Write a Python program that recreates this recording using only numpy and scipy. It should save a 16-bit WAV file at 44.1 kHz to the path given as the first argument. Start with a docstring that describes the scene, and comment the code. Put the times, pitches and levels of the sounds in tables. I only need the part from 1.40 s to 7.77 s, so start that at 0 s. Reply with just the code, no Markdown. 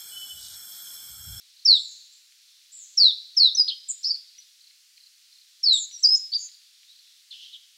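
"""Over steady outdoor hiss and distant birdsong, a nearby bunting opens with a loud down-slurred whistle.
Far buzzes answer; faint ticking calls and twig snaps dot the scene. Two more slurs lead into quick notes
and a hoarse warble, then a last slur into thin high buzzes, short notes and a scooped whistle. Two lower,
duller chips close. Each note is a nearly pure syrinx tone, made to buzz by a fast flutter of pitch;
one hard reflection and the trees around return everything the bunting sings."""
import sys
import numpy as np
from scipy import signal
from scipy.fft import rfft, irfft
from scipy.io import wavfile
from scipy.ndimage import uniform_filter1d

SR = 44100
rng = np.random.default_rng(int(sys.argv[2]) if len(sys.argv) > 2 else 0)


def unload_wav(signal):
    """Save mono or channel-first audio to the path in sys.argv[1] as 16-bit WAV at rate SR, clipped to [-1, 1]."""
    wavfile.write(
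        sys.argv[1],
        SR,
        np.round(np.clip(np.atleast_2d(signal).T, -1, 1) * 32767).astype(np.int16),
    )


N = 280917
TIME = np.arange(N) / SR


def gain_of(db):
    return 10 ** (np.asarray(db) / 20)


def unit_rms(x):
    return x / np.sqrt(np.mean(x ** 2) + 1e-20)


def curve_at(points, hz):
    """A curve of (freq_hz, value) points, joined by straight lines over log frequency."""
    point_hz, value = np.transpose(points)
    return np.interp(np.log(hz + 1), np.log(point_hz), value)


def add(mix, start_s, sound):
    part = mix[round(start_s * SR):][:len(sound)]
    part += sound[:len(part)]


def wander(size, rate_hz):
    """Smooth random drift of about unit rms, rolled off above rate_hz."""
    hz = np.fft.rfftfreq(SR, 1 / SR)
    spectrum = rfft(rng.standard_normal(SR)) * np.exp(-(hz / rate_hz) ** 2)
    return unit_rms(irfft(spectrum, SR))[:size]


def noise(colour):
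    """Noise of unit rms, shaped by an EQ curve."""
    eq = gain_of(curve_at(colour, np.fft.rfftfreq(N, 1 / SR)))
    return unit_rms(irfft(rfft(rng.standard_normal(N)) * eq, N))


# EQ of the outdoor bed: freq_hz, gain_db
HISS_EQ = [(290, -75), (500, -50.5), (707, -40), (943, -27.5), (1470, -16), (2180, -9.5), (2780, -5.5),
           (3170, -5), (3660, -6), (3930, -3.5), (4480, 0.5), (6510, -5), (8200, -8.5), (15700, -18)]
def hiss(level_db=-58.5):
    """A steady bed of bright outdoor hiss."""
    return noise(HISS_EQ) * gain_of(level_db)


# EQ of the distant birdsong: freq_hz, gain_db
CHORUS_EQ = [(2500, -38), (3400, -1), (3900, 0), (4270, 1), (4700, -12.5), (5600, -5.5), (7000, -32.5)]
# Its fader ride: time_s, level_db
CHORUS_RIDE = [(0, -61), (.6, -59), (.9, -68), (1.12, -59), (1.25, -62.5), (1.9, -57), (2.8, -60),
               (3.35, -65), (3.5, -82), (3.8, -65.5), (4.2, -62.5), (5.2, -63), (5.4, -61), (5.72, -57.5),
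               (5.88, -67.5), (6.37, -69)]
def chorus():
    """Very distant birdsong, blurred by the trees into a soft band that comes and goes."""
    return noise(CHORUS_EQ) * gain_of(np.interp(TIME, *np.transpose(CHORUS_RIDE)))


# Reverb time of the trees: freq_hz, t60_s
TREE_DECAY = [(2500, 1), (4200, 1), (7500, 0.84), (14000, 0.08)]
def foliage(dry, near_db, near_t60_s, far_db, predelay_s=0.0087):
    """Leaves and twigs close by scatter a quick wash; the trees beyond hold a longer tail."""
    t = TIME[:SR]
    onset = np.clip((t - predelay_s) / 0.0026, 0, 1)
    wash = rng.standard_normal(SR) * onset * gain_of(-60 * t / near_t60_s)
    hz, frame_s, frames = signal.stft(rng.standard_normal(SR) * onset, SR, nperseg=256)
    decay = gain_of(-60 * frame_s / curve_at(TREE_DECAY, hz)[:, None])
    tail = signal.istft(frames * decay, SR, nperseg=256)[1][:SR]
    response = gain_of(near_db) * wash / np.linalg.norm(wash)
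    response += gain_of(far_db) * tail / np.linalg.norm(tail)
    return signal.fftconvolve(dry, response)[:N]


def reflection(dry, gain=0.59, delay_samples=325):
    """One hard surface answers 7 ms late, so every glide beats against its own echo."""
    return gain * np.pad(dry, delay_samples)[:N]


# Faint overtones of a bird's voice: harmonic_number, gain_db
OVERTONES = [(2, -45.5), (3, -55.5), (4, -51.5)]
def syrinx(contour, flutter_hz=0, depth_hz=0, jitter=0.0039, shimmer_db=0.14):
    """A nearly pure tone follows rows of time_s, pitch_hz, level_db; returns its start and its sound."""
    time_s, pitch_hz, level_db = np.transpose(contour)
    t = np.arange(time_s.min(), time_s.max(), 1 / SR)
    flutter_rate = flutter_hz * (1 + 0.18 * wander(len(t), 60))
    flutter = np.sin(2 * np.pi * np.cumsum(flutter_rate) / SR)
    hz = np.interp(t, time_s, pitch_hz) * (1 + jitter * wander(len(t), 320)) + depth_hz * flutter
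    phase = 2 * np.pi * np.cumsum(hz) / SR
    overtones = sum(gain_of(db) * np.sin(k * phase) * (k * hz < SR / 2) for k, db in OVERTONES)
    from_edge_s = np.minimum(t - t[0], t[-1] - t)
    fades = np.sin(np.pi / 2 * np.clip(from_edge_s / 0.0019, 0, 1)) ** 2
    pressure_db = uniform_filter1d(np.interp(t, time_s, level_db), size=40)
    pressure_db -= shimmer_db * wander(len(t), 180)
    return t[0], np.sqrt(2) * (np.sin(phase) + overtones) * fades * gain_of(pressure_db)


def arc(start_s, length_s, first_hz, middle_hz, last_hz, level_db, peak_fraction, edge_db=-11.5):
    """Contour of a short note: the pitch bends in one smooth arc while the level swells and falls."""
    progress = np.arange(0, length_s, 1 / SR) / length_s
    pitch = np.polyval(np.polyfit([0, .5, 1], [first_hz, middle_hz, last_hz], 2), progress)
    from_peak = np.interp(progress, [0, peak_fraction, 1], [1, 0, 1])
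    return np.column_stack([start_s + progress * length_s, pitch, level_db + edge_db * from_peak ** 1.55])


def buzzes(table, rise_s=0.0035, release_s=.03, edge_db=-9.5):
    """Each buzz starts flat, leaps up and falls ever faster; a fast flutter of pitch makes it hoarse."""
    out = np.zeros(N)
    for start_s, length_s, top_hz, last_hz, level_db, attack_s, flutter_hz, depth_hz in table:
        t = np.arange(0, length_s, 1 / SR)
        leap = top_hz * (1 - 0.26 * np.exp(-t / rise_s))
        droop = (last_hz - top_hz) * (t / length_s) ** 2
        held = np.clip(np.minimum(t / attack_s, (length_s - t) / release_s), 0, 1)
        contour = np.column_stack([start_s + t, leap + droop, level_db + edge_db * (1 - held)])
        add(out, *syrinx(contour, flutter_hz, depth_hz))
    return out


# A far bird's buzzes: start_s, length_s, top_hz, last_hz, level_db, attack_s, flutter_hz, depth_hz
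FAR_BUZZES = [(.345, 0.21, 7610, 6310, -47.5, .015, 120, 380),
              (.715, 0.055, 7600, 6950, -55.5, .01, 107, 150),
              (1.316, 0.15, 7700, 6180, -44.5, .014, 110, 420),
              (4.578, 0.11, 7730, 6730, -48, .005, 56, 310)]
def far_bird():
    """Buzzes from farther off, with much of their sound arriving by way of the trees."""
    calls = buzzes(FAR_BUZZES)
    return gain_of(-3) * calls + foliage(calls, near_db=-14.5, near_t60_s=0.55, far_db=-7)


# Snaps in the branches, ahead of the band-pass: start_s, level_db
SNAPS = [(.373, -41.5), (0.921, -42), (2.004, -46.5), (2.754, -40), (2.983, -39), (3.309, -42.5),
         (3.578, -40), (4.512, -40.5), (5.088, -42), (5.216, -43), (5.431, -40.5), (5.674, -47),
         (5.927, -39)]
def twigs(band_hz=(2000, 4200), t60_s=0.029):
    """Tiny dry snaps: each a quickly dying puff of noise in a light, woody band."""
    out, t = np.zeros(N), TIME[:SR // 25]
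    for start_s, level_db in SNAPS:
        add(out, start_s, rng.standard_normal(len(t)) * gain_of(level_db - 60 * t / t60_s))
    return signal.sosfilt(signal.butter(3, band_hz, "bandpass", fs=SR, output="sos"), out)


# Contour of one tick: offset_s, pitch_hz, gain_db
TICK_CONTOUR = [(-.008, 5030, -10.5), (-.004, 4603, -6.5), (.003, 4100, -1), (.008, 3850, -13.5)]
# Runs of ticking calls: first_s, last_s, level_db
TICK_RUNS = [(0.17, 0.28, -50.5), (2.863, 2.953, -53), (3.024, 3.023, -49.5), (3.212, 3.305, -50.5),
             (3.577, 3.668, -49.5), (3.929, 4.016, -51), (5.084, 5.148, -50), (5.498, 5.596, -51)]
def ticks(spacing_s=.03):
    """A tiny falling call, given softly, alone or in short, even runs."""
    out = np.zeros(N)
    for first_s, last_s, level_db in TICK_RUNS:
        for time_s in np.linspace(first_s, last_s, round((last_s - first_s) / spacing_s) + 1):
            add(out, *syrinx(np.array(TICK_CONTOUR) + [time_s, 0, level_db], jitter=0.011))
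    return out


# Fader ride of the rasp between the chips: time_s, level_db
RASP_RIDE = [(5.905, -56), (5.93, -50), (5.965, -49.5), (5.99, -50.5), (6.04, -46), (6.08, -53),
             (6.115, -55), (6.15, -50)]
# EQ of the rasp: freq_hz, gain_db
RASP_EQ = [(1500, -44), (2500, -17), (3000, 4.5), (3600, 0), (4400, -5.5), (6000, -13.5), (9000, -35)]
# Low, dull chips: start_s, length_s, first_hz, middle_hz, last_hz, level_db, peak_fraction
LOW_CHIPS = [(5.906, 0.045, 4310, 3400, 3050, -41, 0.18), (6.128, .042, 4185, 3350, 2860, -41.5, .18)]
def low_chips():
    """Two rough falling chips from deeper in the trees, joined by a hoarse rasp."""
    swell = gain_of(np.interp(TIME, *np.transpose(RASP_RIDE), left=-np.inf, right=-np.inf))
    calls = noise(RASP_EQ) * uniform_filter1d(swell, size=500)
    for row in LOW_CHIPS:
        add(calls, *syrinx(arc(*row), jitter=.04, shimmer_db=2))
    return gain_of(0.5) * calls + foliage(calls, near_db=-5, near_t60_s=.07, far_db=-11.5)


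# Contour of the bunting's warble: time_s, pitch_hz, level_db
WARBLE_CONTOUR = [(2.640, 3900, -39), (2.646, 4670, -21.5), (2.653, 5310, -28.5), (2.660, 4900, -24.5),
                  (2.680, 5420, -28), (2.697, 5110, -28), (2.702, 4540, -26.5), (2.714, 4718, -20.5),
                  (2.724, 4935, -34.5), (2.755, 4400, -32.5)]
def warble():
    """One hoarse, fluttering note that wavers up and down."""
    out = np.zeros(N)
    add(out, *syrinx(WARBLE_CONTOUR, flutter_hz=160, depth_hz=170))
    return out


def slur(start_s, length_s, catch_s, from_hz, to_hz, level_db, release_s):
    """Contour of a down-slur: the voice starts sharp, catches once, then flattens out as it falls."""
    attack_s, catch_width_s = 0.0088, 0.0046
    t = np.arange(0, length_s, 1 / SR)
    glide_hz = to_hz + (from_hz - to_hz) * (1 - t / length_s) ** 1.55
    lead_in = np.clip((catch_s + catch_width_s - t) / catch_width_s, 0, 1)  # higher, softer until the catch
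    sharp_hz = 710 * np.exp(-t / .0065)
    drop_hz = 276 * np.exp((t - length_s) / 0.0095)  # the pitch drops away as the pressure fails
    pitch = glide_hz + 222.3 * lead_in + sharp_hz - drop_hz
    attack_db = -23.5 * np.maximum(1 - t / attack_s, 0) - 1.5 * lead_in
    catch_db = -15 * np.exp(-((t - catch_s) / catch_width_s) ** 2)
    release_db = -15 * np.maximum(1 - (length_s - t) / release_s, 0)
    return np.column_stack([start_s + t, pitch, level_db + attack_db + catch_db + release_db])


# Loud down-slurs that open the phrases: start_s, length_s, catch_s, from_hz, to_hz, level_db, release_s
SLURS = [(0.249, .130, 0.024, 5225, 3678, -13.5, 0.05), (1.571, 0.14, 0.024, 5230, 3667, -14, 0.046),
         (1.965, 0.13, 0.029, 5104, 3740, -14.5, 0.037), (4.23, 0.15, 0.023, 5038, 3610, -17.5, 0.045)]
# A whistle that dips, then holds its pitch: time_s, pitch_hz, level_db
SCOOP_CONTOUR = [(4.626, 5900, -42), (4.633, 6250, -28), (4.638, 5450, -17), (4.648, 4950, -13),
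                 (4.657, 4680, -14), (4.664, 4850, -21), (4.705, 5135, -21), (4.752, 5140, -18),
                 (4.757, 5150, -27)]
# Short clear notes: start_s, length_s, first_hz, middle_hz, last_hz, level_db, peak_fraction
SHORT_NOTES = [ (2.148, 0.01, 5650, 5860, 6350, -21.5, 0.49), (2.17, .054, 5340, 5014, 4810, -14.5, 0.66),
               (2.278, 0.019, 2920, 4440, 3060, -22.5, .45), (2.296, 0.0083, 4420, 3700, 2840, -23.5, .25),
               (2.31, 0.025, 2794, 3194, 2930, -31, .55), (2.481, 0.023, 7600, 7150, 6900, -36.5, 0.38),
               (2.486, .027, 8610, 7360, 6880, -25.5, 0.86), (2.508, 0.011, 6600, 8230, 6450, -30, 1),
               (2.630, 0.013, 4830, 5700, 6320, -34.5, 0.36), (2.979, 0.025, 5770, 5890, 5980, -45.5, 0.42),
               (4.514, 0.062, 5860, 5840, 5560, -40, 0.9), (4.749, 0.016, 4970, 6300, 7700, -29, 0.14),
               (4.764, 0.021, 7780, 6850, 6700, -33.5, 0.44), (4.918, 0.026, 4360, 4560, 4750, -24.5, 0.92),
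               (4.943, 0.027, 5145, 4700, 4600, -20.5, 0.51), (4.933, .009, 3000, 3910, 4400, -28.5, 0.81),
               (5.474, 0.072, 3600, 3890, 4150, -55, .4), ]
def whistles():
    """Clear notes, the long ones steadiest in pitch; the two sides of the syrinx can overlap."""
    out = np.zeros(N)
    for contour in [slur(*row) for row in SLURS] + [SCOOP_CONTOUR]:
        add(out, *syrinx(contour, jitter=.001, shimmer_db=.6))
    for row in SHORT_NOTES:
        add(out, *syrinx(arc(*row), jitter=.004, shimmer_db=1))
    return out


# Thin high buzzes: start_s, length_s, top_hz, last_hz, level_db, attack_s, flutter_hz, depth_hz
BUNTING_BUZZES = [(4.325, 0.13, 7670, 6560, -33, .008, 90, 300),
                  (4.975, 0.11, 6860, 6640, -40, 0.039, 190, 380)]
def bunting():
    """The lead voice on a nearby branch, with its hard reflection and the wash of the trees."""
    song = whistles() + warble() + buzzes(BUNTING_BUZZES)
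    return song + reflection(song) + foliage(song, near_db=-10, near_t60_s=0.3, far_db=-23.5)


def scene():
    """A mono mix: the bunting up front, small sounds around it, chorus and hiss behind."""
    lead = bunting()
    details = ticks() + gain_of(-2.5) * twigs()
    nearby = details + foliage(details, near_db=-13.5, near_t60_s=.1, far_db=-16.5)
    return (lead + nearby + low_chips() + far_bird() + gain_of(-0.5) * chorus() + hiss())[None]


def record(dry, low_cut_hz=700, high_cut_hz=15850):
    """A steep low cut clears the rumble; a brick-wall high cut trims the very top."""
    thin = signal.sosfilt(signal.butter(4, low_cut_hz, "highpass", fs=SR, output="sos"), dry)
    high_cut = signal.firwin(511, high_cut_hz, window=("kaiser", 9), fs=SR)
    return signal.oaconvolve(thin, high_cut[None], "same")


dry = scene()
out = record(dry)
unload_wav(out)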